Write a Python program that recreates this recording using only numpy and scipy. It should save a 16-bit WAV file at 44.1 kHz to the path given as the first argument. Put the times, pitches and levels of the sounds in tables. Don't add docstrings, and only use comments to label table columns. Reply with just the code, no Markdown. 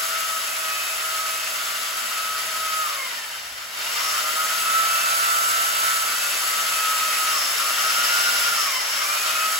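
import sys
import numpy as np
from scipy import signal
from scipy.fft import rfft, irfft, next_fast_len
from scipy.io import wavfile

SR = 44100
rng = np.random.default_rng(int(sys.argv[2]) if len(sys.argv) > 2 else 0)


def store_wav(level_fs):
    pcm = np.round(np.clip(np.atleast_2d(level_fs), -1, 1) * 32767)
    wavfile.write(sys.argv[1], SR, pcm.T.astype(np.int16))


N = 422919
T = np.arange(N) / SR
SIZE = next_fast_len(N + SR)
FREQS = np.maximum(np.arange(SIZE // 2 + 1) * SR / SIZE, 1)


# time in seconds, links per second.
POWERED_RATE = [(0.0, 651.5), (0.75, 636.5), (1.3, 639.3), (1.9, 648.0), (2.8, 637.2), (4.3, 651.5),
                (4.7, 657.5), (5.0, 662.3), (5.7, 662.5), (6.2, 651.4), (7.28, 637.2), (8.15, 655.3),
                (8.55, 642.1), (9.59, 650.6)]
# time let go and time pulled again, in seconds.
TRIGGER_RELEASES = [(2.812, 3.726), (7.32, 7.43), (8.524, 8.848)]

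def chain_speed(coast_s=1.118, spin_up_s=0.219):
    share = 1
    for let_go, pulled in TRIGGER_RELEASES:
        lost = 1 - np.exp(-np.clip(T - let_go, 0, pulled - let_go) / coast_s)
        share = share * (1 - lost * np.exp(-np.maximum(T - pulled, 0) / spin_up_s))
    return in_time(POWERED_RATE)[0] * share, share


# time in seconds, relative level in dB.
MESH_LEVEL = [(0, -33), (0.37, -29), (0.48, -41), (0.68, -35), (0.9, -43), (1.2, -31.5), (1.5, -39),
              (2.3, -31), (2.5, -35), (2.8, -27.5), (3.0, -33), (3.12, -34), (3.9, -32), (4.4, -29),
              (4.52, -31), (4.62, -25.5), (4.77, -21.5), (4.92, -26), (5.1, -28), (5.25, -25), (5.45, -27),
              (5.6, -26.5), (5.72, -31), (5.82, -26.5), (6.05, -29), (6.22, -43), (6.48, -31), (6.9, -27),
              (7.3, -29.5), (7.55, -39), (7.7, -31), (8.05, -27), (8.4, -35), (8.62, -31), (8.79, -24.5),
              (8.9, -34), (9.0, -29), (9.25, -34), (9.45, -26), (9.59, -33)]
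# time in seconds, relative level in dB.
SIDEBAND_LEVEL = [(0, -43), (0.4, -42), (0.8, -52), (1.12, -39), (1.35, -46), (1.63, -39), (1.85, -50),
                  (2.15, -41), (2.7, -42), (2.92, -35), (3.1, -42), (3.7, -39), (4.0, -35), (4.15, -27),
                  (4.35, -33), (4.55, -38), (5.3, -36.5), (5.7, -39), (6.5, -37), (7.0, -40), (7.5, -38),
                  (7.85, -26), (8.02, -31), (8.2, -26.5), (8.58, -29.5), (8.8, -38), (9.1, -31), (9.3, -32),
                  (9.59, -43)]
# time in seconds, half the phase between the ears in radians.
MESH_SKEW = [(0, 0.67), (1.6, 0.7), (2, 0.28), (4.8, 0.5), (5.3, 1.0), (5.6, 0.7), (6.1, 0.5), (6.95, 0.15),
             (7.2, 0.6), (8.3, 0.95), (8.7, 0.47)]
CHAIN_JUMPS = [(1.46, .05), (2.48, .04), (4.22, .022), (4.33, .018), (4.48, .018), (4.59, .025),
               (6.39, .03), (7.14, .03), (7.75, .025), (7.83, .008), (7.93, .024), (8.07, .013),
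               (8.24, .018), (8.32, .008), (8.39, .02), (8.72, .018), (8.86, .02), (8.97, .025),
               (9.21, .03), (9.33, .014)]

def whine(links, slack, free, speed_db, rattle_db, flutter_db=2, jump_db=-11):
    mesh, ripple = 2 * links, RIPPLE_HZ * T
    mesh_db = in_time(MESH_LEVEL)[0] + 3.7 * speed_db
    upper_db = in_time(SIDEBAND_LEVEL)[0] + 2.3 * speed_db
    lower_db = rattle_db - 12 + 2.3 * speed_db
    skew, = in_time(MESH_SKEW)
    flap = FLAP * slack
    out = from_db(mesh_db + 0.5) * tone(mesh, scatter=0.1 + flap, scatter_hz=28, skew=skew)
    out += from_db(upper_db + 1) * tone(mesh + ripple, scatter=0.35 + flap, scatter_hz=25)
    out -= from_db(lower_db) * tone(mesh - ripple, scatter=0.6 + flap, scatter_hz=11)
    out += from_db(upper_db - 16) * tone(mesh + 2 * ripple, scatter=0.5 + flap, scatter_hz=26)
    flutter = flutter_db * free * drift(25)
    dips = swells([(s, width, jump_db) for s, width in CHAIN_JUMPS])
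    return out * from_db(flutter + dips + slack_loss_db(slack))


RIPPLE_HZ = 120
FLAP = 1.5

def slack_loss_db(slack):
    return -35 * np.maximum(slack - 0.19, 0)


# time and half width in seconds, level at full speed in dB.
OCTAVE_LEVEL = [(0.5, .06, -40.5), (0.8, .2, -35), (1.42, .17, -40.5), (2.2, .22, -41.5),
                (2.72, .13, -42.5), (3.2, .22, -39), (4.68, .08, -35), (5.0, .13, -32), (5.3, .1, -36.5),
                (5.78, .08, -39), (6.3, .2, -35.5), (6.76, .09, -33.5), (7.12, .17, -37), (8.15, .25, -38),
                (8.76, .09, -28), (9.25, .28, -33.5)]

def whine_octave(links, slack, speed_db):
    level = swells_db(OCTAVE_LEVEL) * from_db(1.5 * speed_db)
    return level * tone(4 * links, scatter=0.3 + FLAP * slack, scatter_hz=30, skew=0.3)


# frequency in Hz, relative density in dB.
SCRAPE_SPECTRUM = [(400, -23), (900, -7), (1200, 4), (1700, 3.5), (2000, 3.5), (2400, 3.5), (3000, -1),
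                   (3400, -1), (4000, -0.5), (4800, 2), (6000, -15), (7500, -5.5), (10000, -114)]

def chain_rattle(links, rattle_db, bar_db):
    knocks = from_db(1.8 * np.cos(2 * np.pi * links) + 0.74 * drift(14.5))
    metal = fine_modes(depth_db=2.1, spacing_hz=45)
    scrape = from_db(rattle_db + 1.87) * stereo_noise(metal * from_db(over_hz(SCRAPE_SPECTRUM)), knocks)
    ring = from_db(rattle_db - 2.0) * stereo_noise(saw_body(), knocks)
    bar = from_db(bar_db + 1) * stereo_noise(metal * resonance(5400, 750) ** 2, knocks)
    lean_db = over_hz([(2000, 0.09), (3000, 1.8), (5200, 1.2), (6200, 0.75)])
    return filtered(scrape + ring + bar, from_db([lean_db, -lean_db]))


# frequency in Hz, bandwidth in Hz, relative gain in dB.
BODY_MODES = [(641, 40, -8), (1293, 120, 2.5), (1445, 310, -2), (1800, 70, -9.5), (1937, 76, -5),
              (2157, 120, -2.5), (2782, 72, 1.5), (2977, 57, 0), (3105, 41, 2.5), (3590, 100, -6.5),
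              (3740, 52, -9), (5560, 200, -7.5), (6220, 44, 0)]

def saw_body():
    return sum((-1) ** k * from_db(db) * resonance(hz, width)
               for k, (hz, width, db) in enumerate(BODY_MODES))


def fine_modes(depth_db, spacing_hz):
    knots = np.arange(0, SR / 2, spacing_hz)
    heights = rng.standard_normal(4096)[:len(knots)]
    return from_db(depth_db * np.interp(FREQS, knots, heights))


# frequency in Hz, relative density in dB.
CHIP_SPECTRUM = [(3500, -46), (5500, -2.5), (6500, 0.5), (7200, 1), (7800, 6), (8400, -2.5), (9400, -0.5),
                 (10500, 3.5), (12000, -0.5), (13200, 2), (14300, -0.5), (15700, -4)]

def ice_spray(links, spray_db, lag_ms=0.2225):
    bites = from_db(0.4 * np.cos(np.pi * links) + 0.64 * drift(36) + 0.098 * drift(15))
    hiss = filtered(rng.standard_normal(N) * bites, from_db(over_hz(CHIP_SPECTRUM)))
    right = from_db(spray_db + 8.5) * rms_one(hiss)
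    left = -filtered(right, np.exp(-2j * np.pi * FREQS * lag_ms / 1000))
    return np.array([left, right])


# time in seconds, level at full speed in dB.
MOTOR_TONE_LEVEL = [(0, -45), (1.0, -48.5), (2.7, -49.5), (3.0, -46), (3.2, -53), (3.9, -52), (4.35, -44.5),
                    (4.8, -47.5), (5.6, -47.5), (6.2, -54), (7.4, -53), (8.2, -51), (9.0, -52), (9.59, -47)]
# multiple of the link rate, relative level in dB.
SPROCKET_ORDERS = [(2.333, -16), (2.667, -22), (3, -18), (4.333, -15), (4.667, -19), (5, -18), (5.333, -17),
                   (6, -16), (7, -20), (9.333, -21)]

def drive_tones(links, slack, speed_db, rattle_db):
    motor_db = in_time(MOTOR_TONE_LEVEL)[0] + 2 * speed_db + slack_loss_db(slack)
    motor = from_db(motor_db) * tone(1.01 * links, scatter=0.25, scatter_hz=6)
    buzz = sum(from_db(db) * tone(order * links, scatter=1, scatter_hz=7)
               for order, db in SPROCKET_ORDERS)
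    return motor + from_db(rattle_db + speed_db) * buzz


def bar_song(links, slack, bar_db, held_bar_db, order=13 / 3):
    excess = np.maximum(from_db(bar_db) - from_db(held_bar_db), 0)
    song = excess * tone(order * links, scatter=1, scatter_hz=35)
    return filtered(from_db(2.5 - 25 * slack) * song, saw_body())


# time and half width in seconds, pitch in Hz, level in dB.
SLACK_SQUEALS = [(3.03, .05, 2135, -32), (3.06, .035, 3070, -42), (3.21, .035, 1790, -40),
                 (3.37, .06, 3030, -43), (3.5, .2, 5580, -50), (3.88, .06, 2850, -37),
                 (8.77, .06, 3050, -39), (9.03, .06, 2135, -35)]

def squeals(share, bend_power=0.35):
    out = 0
    for s, width, hz, db in SLACK_SQUEALS:
        pitch = hz * (share / np.interp(s, T, share)) ** bend_power
        squeal = tone(np.cumsum(pitch) / SR, scatter=0.45, scatter_hz=50, skew=0.3)
        out = out + swells_db([(s, width, db)]) * squeal
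    return out


# time and half width in seconds, level in dB.
RASP_SWELLS = [(1.8, 1.2, -50), (4.1, .25, -46), (5.1, .5, -43), (6.3, .6, -41.5), (9.45, .25, -42)]

def groove_ring():
    return swells_db(RASP_SWELLS) * stereo_noise(resonance(hz=4540, width_hz=190) ** 2)


# frequency in Hz, relative density in dB.
HOUSING_SPECTRUM = [(90, -40), (170, -20), (230, -7.5), (290, -8.5), (360, -4.5), (480, -1), (620, 5.5),
                    (760, 3.5), (1000, 4.5), (1400, -22.5), (2500, -66)]

def housing_noise(rattle_db):
    return from_db(rattle_db - 12) * stereo_noise(from_db(over_hz(HOUSING_SPECTRUM)))


def sprocket_drone(links, slack):
    return from_db(-68.5 - 20 * slack) * tone(links / 3, scatter=0.7, scatter_hz=9, skew=0.3)


def workshop_echo(x, t60=0.14, wet_db=-12):
    age = T[:SR]
    tail = rng.standard_normal((2, SR)) * from_db(-60 * age / t60) * (age > 0.006)
    tail /= np.sqrt(np.sum(tail ** 2, axis=1, keepdims=True))
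    return x + from_db(wet_db) * filtered(x, rfft(tail, SIZE))


# frequency in Hz, level in dB.
HUM_PARTIALS = [(120, -72), (240, -73)]
# frequency in Hz, relative density in dB.
AIR_SPECTRUM = [(27, -40), (42, -5), (60, 9), (100, 0), (160, -1), (300, -21), (1000, -32)]
# time and half width in seconds, level in dB.
AIR_RUMBLES = [(2.42, 0.25, -68), (3.57, 0.24, -67)]

def room_floor(air_db=-71):
    hum = sum(from_db(db) * rms_one(np.sin(2 * np.pi * hz * T)) for hz, db in HUM_PARTIALS)
    level = from_db(air_db) + swells_db(AIR_RUMBLES)
    return hum + level * stereo_noise(from_db(over_hz(AIR_SPECTRUM)))


# frequency in Hz, correlation from 0 to 1.
EAR_COHERENCE = [(60, 0.92), (150, 1), (300, 0.85), (650, 0.45), (1300, 0.14), (2200, 0.14), (4000, 0.46),
                 (5500, 0.15), (7000, 0.071)]

def stereo_noise(response, drive=1):
    alike = np.clip(over_hz(EAR_COHERENCE), -1, 1)
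    noise = rng.standard_normal((2, N)) * drive
    mid, side = filtered(noise, response * np.sqrt([1 + alike, 1 - alike]))
    return rms_one(np.array([mid + side, mid - side]))


def tone(turns, scatter, scatter_hz, skew=0.44):
    waver = drift(scatter_hz) + 1j * drift(scatter_hz)
    phasor = (1 + scatter * waver) / np.sqrt(1 + 2 * scatter ** 2)
    apart = skew + 0.25 * drift(1.5)
    angle = 2 * np.pi * turns + np.angle(phasor)
    return rms_one(np.abs(phasor) * np.cos([angle - apart, angle + apart]))


def drift(hz, step=40):
    pole = np.exp(-2 * np.pi * step * hz / SR)
    noise = rng.standard_normal(N // step + 2002)
    slow = signal.lfilter([1], [1, -2 * pole, pole * pole], noise)[2000:]
    return np.interp(np.arange(N) / step, np.arange(len(slow)), rms_one(slow))


def resonance(hz, width_hz):
    return 1 / (1 + 1j * (FREQS ** 2 - hz ** 2) / (FREQS * width_hz))


def filtered(x, response):
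    return irfft(rfft(x, SIZE) * response, SIZE)[..., :N]


def swells(rows):
    return sum(height * np.exp(-((T - s) / width) ** 2) for s, width, height in rows)


def swells_db(rows):
    return swells([(s, width, from_db(db)) for s, width, db in rows])


def in_time(rows):
    s, *columns = np.transpose(rows)
    return [np.interp(T, s, c) for c in columns]


def over_hz(points):
    hz, value = np.transpose(points)
    return np.interp(np.log(FREQS), np.log(hz), value)


def from_db(db):
    return 10 ** (np.asarray(db) / 20)


def rms_one(x):
    return x / np.sqrt(np.mean(np.abs(x) ** 2) + 1e-20)


# time in seconds, relative levels of chain rattle and of ice spray in dB.
CUT_LEVELS = [(0, -32.5, -37), (2, -33, -39), (3.45, -32, -38), (3.8, -27.5, -33.5), (4.25, -30, -35.5),
              (5.3, -29.5, -33.5), (6.6, -30, -34.5), (8.15, -28, -33.5), (9.59, -30, -35)]
# time and half width in seconds, freedom from 0 to 1.
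BAR_FREEDOM = [(4.07, 0.15, 0.43), (7.42, 0.11, 0.46), (8.35, 1, 0.4), (8.61, 0.029, 0.22),
               (8.87, 0.22, 0.22)]

def scene(taut_rate=690):
    link_rate, share = chain_speed()
    speed_db = 20 * np.log10(share)
    links = np.cumsum(link_rate * (1 + 0.00081 * drift(7.23))) / SR
    slack = np.maximum(1 - link_rate / taut_rate, 0)
    free = swells(BAR_FREEDOM)
    cut_db, spray_db = in_time(CUT_LEVELS)
    rattle_db = cut_db + 1.31 * speed_db + 2 * free
    held_bar_db = rattle_db - 10
    bar_db = held_bar_db + 17.5 * free
    housing = housing_noise(rattle_db)
    tones = whine(links, slack, free, speed_db, rattle_db) + whine_octave(links, slack, speed_db)
    tones += drive_tones(links, slack, speed_db, rattle_db) + bar_song(links, slack, bar_db, held_bar_db)
    tones += squeals(share) + sprocket_drone(links, slack)
    saw = workshop_echo(tones) + chain_rattle(links, rattle_db, bar_db) + groove_ring() + housing
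    return saw + ice_spray(links, spray_db + 1.9 * speed_db) + room_floor()


def record(dry, low_cut_hz=48, high_cut_hz=15800):
    thinned = signal.sosfilt(signal.butter(2, low_cut_hz, "high", fs=SR, output="sos"), dry)
    return signal.sosfiltfilt(signal.ellip(10, 0.05, 60, high_cut_hz, fs=SR, output="sos"), thinned)


dry = scene()
out = record(dry)
store_wav(out)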